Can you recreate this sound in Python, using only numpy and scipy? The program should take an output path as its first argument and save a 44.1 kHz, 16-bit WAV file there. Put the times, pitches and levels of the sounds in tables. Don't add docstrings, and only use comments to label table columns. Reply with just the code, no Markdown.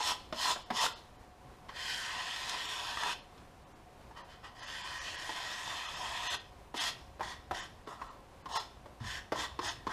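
import sys
import numpy as np
from scipy import signal
from scipy.fft import rfft, irfft, dct, next_fast_len
from scipy.io import wavfile
from scipy.ndimage import uniform_filter1d, map_coordinates

SR = 44100
rng = np.random.default_rng(int(sys.argv[2]) if len(sys.argv) > 2 else 0)


def makeup_ratio(level_db):
    decades = np.asarray(level_db, float) / 20
    return 10 ** decades


def output_pcm(signal):
    pcm = np.clip(np.atleast_2d(signal).T, -1, 1) * 32767
    wavfile.write(sys.argv[1], SR, np.round(pcm).astype(np.int16))


N = 437472
STEP = 64
PUSH_FROM_DB = -43.5

# (frequency [Hz], width [Hz], level [dB])
STEEP_EDGE = [(2617, 310, -7), (3015, 230, -2.5), (3500, 316, -2), (4216, 230, -4), (4630, 450, -9),
              (5210, 173, -2.5), (5830, 1000, -13.5)]
# (time [s], grip [0 steep and flicked, 1 flat and pressed, 2 flat and light])
HOLD = [(1.5, 0), (1.6, 2), (1.95, 2), (2.3, 1), (3.3, 1), (4, 2), (5, 2), (5.4, 1), (6.5, 1), (6.6, 0)]
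# (landing [dB], at speed [dB], after lifting [dB])
BOARD_SHARE_DB = (6, -2.5, -2)
# (landing [dB], at speed [dB], after lifting [dB])
HISS_SHARE_DB = (-17, -9, -21)


def unit(x):
    return x / np.sqrt(np.mean(x ** 2) + 1e-20)


def top(x):
    return x / np.abs(x).max()


def along(points, hz):
    f, v = np.transpose(points)
    return np.interp(np.log(hz + 1), np.log(f + 1), v)


def curves(rows):
    s, *cols = np.transpose(rows)
    return [np.interp(np.arange(N) / SR, s, c) for c in cols]


def wobble(rate):
    knots = rng.standard_normal(int(N * rate / SR) + 4)
    return map_coordinates(knots, [np.arange(N) * rate / SR])


def filtered(x, response):
    m = next_fast_len(len(x) + 8192)
    return irfft(rfft(x, m) * response(np.fft.rfftfreq(m, 1 / SR)), m)[:len(x)]


def modes(table):
    def response(f):
        return sum((-1) ** k * makeup_ratio(db) * 1j * f * w / (c * c - f * f + 1j * f * w)
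                   for k, (c, w, db) in enumerate(table))
    return response


def strokes():
    # (start [s], speeding up [s], at speed [s], scrape at lift-off [dB], board share [dB])
    short_strokes = [(-0.06, 0.091, 0.079, -34, -3), (0.34, 0.067, 0.11, -32, -2.5),
                     (0.725, 0.046, 0.082, -31.5, -1), (6.74, 0.033, .11, -35.5, -4),
                     (7.218, 0.015, 0.089, -48.5, 1.5), (7.528, 0.021, 0.077, -48, 2.5),
                     (9.0, 0.077, 0.1, -47.5, -1), (9.338, 0.05, 0.051, -41, 2.5),
                     (9.609, 0.038, 0.048, -40, 0.5), (9.89, 0.044, .05, -45, 7)]
    light_touches = [(1.684, 0.0049, 0.0036, -58, 5.2), (4.15, 0.024, 0.034, -59, 6.2),
                     (4.28, .024, 0.035, -64, 1), (4.43, 0.014, 0.023, -56.5, 7.4),
                     (7.867, .016, 0.049, -59.5, 13.5), (7.99, 0.015, 0.08, -67.5, 15.2)]
    palm_damped = [(8.488, 0.054, 0.034, -39, 2)]
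    # (time [s], scrape level [dB], weight on the board [dB])
    long_rubs = [
        [(1.724, -73, 3), (1.76, -48, -5), (1.854, -40.5, -7.5), (1.976, -39, -10.5), (2.11, -44, -3.5),
         (2.486, -42, -4.5), (2.98, -43.5, -2), (3.08, -38.5, -0.5), (3.132, -40, -7)],
        [(4.55, -66, -1), (4.618, -52, -0.5), (4.74, -47.5, -4), (5.29, -44.5, -3.5), (5.772, -44, -3),
         (5.89, -46.5, 2), (6.2, -44, -1.5), (6.306, -38.5, -2), (6.35, -37, -6)],
    ]
    # (frequency [Hz], width [Hz], level [dB])
    board_modes = [(296, 124, -16.5), (427, 56, -10.5), (603, 64, -6.5), (708, 75, -2), (997, 124, 3),
                   (1335, 65, -1.5)]
    # (frequency [Hz], width [Hz], level [dB])
    blade_modes = [(1529, 114, -2.5), (1887, 140, 2)]
    # (frequency [Hz], width [Hz], level [dB])
    pressed_edge = [(2540, 196, -0.5), (3077, 336, 0.5), (3516, 320, 1.5), (4210, 213, -2.5),
                    (4780, 400, -7.5), (5260, 160, -2.5), (5990, 510, -13)]
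    # (frequency [Hz], width [Hz], level [dB])
    light_edge = [(2465, 150, -4), (3080, 185, 1.5), (3560, 230, -5), (4110, 300, -5.5), (4670, 280, -4.5),
                  (5200, 310, -4), (6200, 200, -12)]
    # (frequency [Hz], spectral level [dB per Hz])
    grain_hiss = [(3240, -56), (5500, 8.5), (5790, -15), (6630, 3), (10200, -9), (12400, -10.5),
                  (13600, -21), (15500, -23)]

    gains = sum(flick(*row) for row in short_strokes + light_touches)
    gains = gains + sum(flick(*row, free_db=-5) for row in palm_damped)
    gains = gains + sum(rub(rows) for rows in long_rubs)
    gains = uniform_filter1d(gains, size=3, axis=1)
    on_edge, on_board, on_blade, on_grain = [
        np.interp(np.arange(N) / STEP, np.arange(len(g)), g) for g in gains]

    force = drifting(grit(1500, 3.5, share=0.3), patchy_db=2.0)
    judder = wobble(35)
    board = on_board * makeup_ratio(0.9 * judder) * unit(filtered(force, modes(board_modes)))
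    blade = on_blade * makeup_ratio(0.92 * judder + 0.44 * wobble(14)) * unit(filtered(force, modes(blade_modes)))

    grip = curves(HOLD)[0]
    edge = 0
    for k, held in enumerate([STEEP_EDGE, pressed_edge, light_edge]):
        edge = edge + np.clip(1 - np.abs(grip - k), 0, 1) * unit(filtered(force, modes(held)))
    edge = on_edge * edge * makeup_ratio(0.6 * judder + 1.1 * wobble(25))

    hiss = unit(filtered(force, lambda hz: makeup_ratio(along(grain_hiss, hz))))
    fine = on_grain * makeup_ratio(0.32 * judder) * hiss
    return makeup_ratio(-1.0) * (board + blade + edge + fine)


def flick(s, rise, hold, db, board_db, free_db=0):
    hard_db = db - PUSH_FROM_DB
    speed_db = db - 0.46 * max(hard_db, -2)
    blade_db = free_db - 0.79 * max(hard_db, -2.5)
    landing = (s, speed_db - 14.5, board_db + BOARD_SHARE_DB[0], blade_db, HISS_SHARE_DB[0])
    at_speed = (s + rise, speed_db, board_db + BOARD_SHARE_DB[1], blade_db, HISS_SHARE_DB[1])
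    lifting = (s + rise + hold, db, board_db, blade_db, HISS_SHARE_DB[1])
    return contact([landing, at_speed, lifting], lift_s=0.054)


def rub(rows):
    # (pressed [dB], light [dB])
    blade_share_db = (-4, 0)

    def blade_db(s):
        return np.interp(np.interp(s, *np.transpose(HOLD)), [1, 2], blade_share_db)
    hiss_db = -9.5
    return contact([(s, db, board_db, blade_db(s), hiss_db) for s, db, board_db in rows], lift_s=0.022)


def contact(rows, lift_s):
    s, db, board_db, blade_db, _ = rows[-1]
    lift_db = -16.5 - 0.36 * (db - PUSH_FROM_DB)
    after_s = s + np.cumsum([lift_s, 0.14, 0.2])
    after_db = db + np.cumsum([lift_db, -14.5, -25])
    lifted = (board_db + BOARD_SHARE_DB[2], blade_db - 2, HISS_SHARE_DB[2])
    rows = rows + [(a, b, *lifted) for a, b in zip(after_s, after_db)]

    t = np.arange(0, N + STEP, STEP) / SR
    at, scrape_db, *shares_db = np.transpose(rows)
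    touching = (t > at[0]) & (t < at[-1])
    return touching * makeup_ratio([np.interp(t, at, scrape_db + share) for share in [0, *shares_db]])


def grit(per_second, spread_db, share):
    chance, size, sign = rng.random(N), rng.standard_normal(N), rng.standard_normal(N)
    catches = unit((chance < per_second / SR) * makeup_ratio(spread_db * size) * np.sign(sign))
    share = np.clip(share, 0, 1)
    return np.sqrt(1 - share) * rng.standard_normal(N) + np.sqrt(share) * catches


def drifting(x, patchy_db):
    z = signal.stft(x, nperseg=512)[2]
    field = uniform_filter1d(rng.standard_normal(z.shape), size=4, axis=0)
    field = uniform_filter1d(field, size=24, axis=1)
    return signal.istft(z * makeup_ratio(patchy_db * unit(field)), nperseg=512)[1][:N]


def taps():
    # (time [s], peak level [dB], pitch [Hz], thump share [dB], snap share [dB])
    landings = [(0.004, -26.5, 892, -16, -14), (0.325, -28, 596, -5, -4), (0.56, -34, 744, -12, -19),
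                (0.703, -24.5, 716, -5.5, -7.5), (1.691, -37, 1027, -13, -6), (3.377, -49.5, 920, -5, 0),
                (4.008, -48, 745, -17, -14), (4.11, -45.5, 890, -15, -11), (6.742, -32.5, 875, -2, -9),
                (7.195, -36, 636, -15, -11), (7.207, -26.5, 907, -10.5, -14),
                (7.51, -23.5, 753, -11.5, -15), (7.873, -38.5, 1110, 3.5, -6), (8.015, -32, 1058, -13, -19),
                (8.457, -32.5, 1027, -11, -9), (8.555, -26.5, 1049, -33, -15),
                (8.572, -26.5, 940, -36, -15), (8.858, -42, 586, -4, -8), (9.32, -22, 625, -7, -9.5),
                (9.59, -28.5, 1052, 0.5, -4.5), (9.868, -26.5, 1028, -0.5, -9),
                (5.292, -30.5, 906, -8.5, -3)]
    chatter_s = 0.0098
    out, t = np.zeros(N + SR), np.arange(SR // 5) / SR
    hold = makeup_ratio(-500 * np.minimum(t, chatter_s) - 1140 * np.maximum(t - chatter_s, 0))
    body = modes([(950, 173, 0.5), (1175, 410, -3.0), (1760, 670, -7.5)])
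    low = modes([(260, 160, -3), (420, 120, 0)])
    thin = modes(STEEP_EDGE)

    def padded(f):
        return 1 / (1 + 1j * f / 3200) ** 2

    for s, db, hz, thump_db, snap_db in landings:
        shake = rng.standard_normal((4, len(t)))
        shake[:3, :8] += 1.53 * np.clip((db + 62.5) / 18, 0, 1)
        swing = np.sin(2 * np.pi * hz * t + 0.093 * np.cumsum(shake[3])) * (1 - np.exp(-t / 0.00099))
        knock = swing * hold + 1.08 * top(filtered(shake[0] * hold, lambda f: body(f) * padded(f)))
        thump = top(filtered(shake[1] * hold, lambda f: low(f) * padded(f)))
        snap = top(filtered(shake[2] * hold, lambda f: thin(f) / (1 + 1j * f / 9000)))
        blow = knock + makeup_ratio(thump_db) * thump + makeup_ratio(snap_db) * snap
        out[round(s * SR):][:len(t)] += makeup_ratio(db - 3.5) * blow
    return out[:N]


def snags():
    # (time [s], peak level [dB], pitch [Hz], snap share [dB])
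    releases = [(0.107, -28, 1000, -9), (0.119, -24.5, 960, -8), (0.456, -26.5, 1010, -12),
                (0.52, -31, 940, -16), (0.828, -27, 990, -14), (0.84, -22, 990, -14),
                (0.856, -23, 980, -19), (0.864, -21.5, 1390, -3), (2.491, -40, 1560, 10),
                (2.495, -43, 970, 20), (2.541, -35, 942, -11), (2.547, -30.5, 980, -14),
                (2.973, -28, 1220, -14), (2.973, -28.5, 1900, -10), (3.035, -28, 960, -12),
                (3.034, -25, 1700, -8), (3.062, -24.5, 960, -20), (3.082, -33, 921, -11),
                (3.094, -29, 980, -9), (3.13, -33, 1000, -11), (5.677, -29.5, 940, -8),
                (6.344, -26.5, 1010, -9), (6.865, -31, 1860, -5), (8.543, -26, 1050, -15),
                (8.559, -28, 990, -12), (9.359, -24.5, 980, -16)]
    out, t = np.zeros(N + SR), np.arange(SR // 20) / SR
    crisp = modes([(3300, 2500, 0), (7000, 5000, -3)])
    for s, db, hz, snap_db in releases:
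        ring = np.sin(2 * np.pi * hz * t) * makeup_ratio(-60 * t / 0.031)
        burst = rng.standard_normal(len(t)) * makeup_ratio(-60 * t / 0.033)
        tick = top(filtered(burst, lambda f: crisp(f) / (1 + 1j * f / 9000)))
        out[round(s * SR):][:len(t)] += makeup_ratio(db - 2.0) * (ring + makeup_ratio(snap_db) * tick)
    return out[:N]


def thuds():
    # (time [s], peak level [dB], pitch [Hz])
    leans = [(0.71, -50, 227), (1.449, -49.5, 135), (1.488, -50, 62), (7.25, -55, 114), (7.51, -43, 82),
             (9.009, -38, 119), (9.047, -40, 101)]
    out, t = np.zeros(N + SR), np.arange(SR // 4) / SR
    for s, db, hz in leans:
        swing = np.sin(2 * np.pi * hz * t) + 0.37 * np.sin(2 * np.pi * 1.9 * hz * t)
        out[round(s * SR):][:len(t)] += makeup_ratio(db + 3 - 60 * t / 0.16) * (1 - np.exp(-t / 0.0012)) * swing
    return out[:N]


def shop(x, wet_db, count=14):
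    # (frequency [Hz], time to fall 60 dB [s])
    decay = [(200, 0.59), (1000, 0.27), (3000, 0.33), (6000, 0.23), (12000, 0.24)]
    out, place = x.copy(), np.arange(N) * count / N
    for k in range(count + 1):
        hz, t, z = signal.stft(rng.standard_normal(SR // 2), SR, nperseg=256)
        fall = makeup_ratio(-60 * t / along(decay, hz)[:, None])
        tail = signal.istft(z * fall, SR, nperseg=256)[1]
        tail = np.pad(tail, (150, 0))
        here = np.cos(np.pi / 2 * np.clip(place - k, -1, 1))
        out += makeup_ratio(wet_db) * signal.oaconvolve(here * x, tail / np.linalg.norm(tail))[:N]
    return out


def background():
    # (frequency [Hz], spectral level [dB per Hz])
    air_spectrum = [(12, -16), (20, -0.5), (106, -4), (185, -7.5), (520, -10.5), (1080, -10), (1250, -16),
                    (15000, -38.5)]
    # (time [s], level [dB])
    rumble_level = [(0.0, -63), (0.36, -71.5), (2.9, -68.5), (3.84, -76), (4.17, -65), (4.61, -67),
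                    (4.81, -59.5), (5.33, -70), (6.08, -58.5), (6.66, -62.5), (6.93, -60), (7.79, -59.5),
                    (8.59, -66), (9.28, -56), (9.92, -58)]
    # (frequency [Hz], width [Hz], level [dB])
    fan_lines = [(57, 9.2, -69), (545, 6.4, -72), (728, 11.3, -66.5)]

    def noise(response):
        return unit(filtered(rng.standard_normal(N), response))

    air = makeup_ratio(-57 + 1.03 * wobble(9.8)) * noise(lambda hz: makeup_ratio(along(air_spectrum, hz)))
    rumble_db = curves(rumble_level)[0] + 3.5 * wobble(9)
    rumble = makeup_ratio(rumble_db) * noise(modes([(57, 11.5, 5), (110.5, 51, -4)]))
    fan = sum(makeup_ratio(db + 0.47 * wobble(0.98)) * noise(modes([(hz, w, 0)])) for hz, w, db in fan_lines)
    return air + rumble + fan


def scene():
    mono = shop(strokes() + taps() + snags(), wet_db=-8.5) + thuds() + background()
    return np.array([mono, mono])


def starve(x):
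    # (time [s], coarseness against the block's mean line [dB])
    coarse_blocks = [(.029, -9), (.647, -6.5), (.795, -7.5), (.946, -3.5), (1.181, -8), (2.674, -5.5),
                     (3.21, -10.5), (3.654, -8), (3.741, -7.5), (4.232, -9), (4.615, -6), (4.659, -4),
                     (4.83, -6.5), (4.998, -7), (5.172, -6), (5.875, -7.5), (5.959, -10), (6.29, 1.5),
                     (6.388, -8), (6.792, -1.5), (7.857, -12), (8.006, -19.5), (7.62, -8.5), (8.092, -13),
                     (8.434, -5), (8.54, -5), (8.586, -2.5), (9.694, -3.5)]
    block = 2048
    out, fade = x.copy(), np.hanning(block) ** 1.2
    hz = np.arange(block) * SR / 2 / block
    for s, coarse_db in coarse_blocks:
        at = round(s * SR) - block // 2
        lines = dct(fade * out[at:at + block], type=4, norm="ortho")
        size = np.sqrt(np.abs(uniform_filter1d(lines ** 2, size=5)))
        mean = np.sqrt(np.mean(lines[block // 40:block // 4] ** 2))
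        uneven_db = np.repeat(4 * rng.standard_normal(block // 16), 16)
        step = mean * makeup_ratio(coarse_db - 0.4 * hz / 1000 + uneven_db)
        error = lines - 2 * step * np.round(lines / step / 2)
        lost = np.where(size < step, lines, error)
        out[at:at + block] -= dct(lost, type=4, norm="ortho")
    return out


def thin_top(x, from_hz, share):
    hz, _, z = signal.stft(x, SR, nperseg=1024)
    luck = uniform_filter1d(rng.standard_normal(z.shape), size=3, axis=0)
    luck = unit(uniform_filter1d(luck, size=3, axis=1))
    kept = (luck > share) | (hz[:, None] < from_hz)
    return signal.istft(z * kept, SR, nperseg=1024)[1][:N]


def band_limit(x):
    return signal.sosfilt(signal.butter(12, 15660, fs=SR, output="sos"), x)


def record(dry):
    limited = filtered(dry[0], lambda hz: hz < 15300)
    mono = thin_top(starve(limited), from_hz=12000, share=-0.098)
    return band_limit(np.array([mono, mono]))


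dry = scene()
out = record(dry)
output_pcm(out)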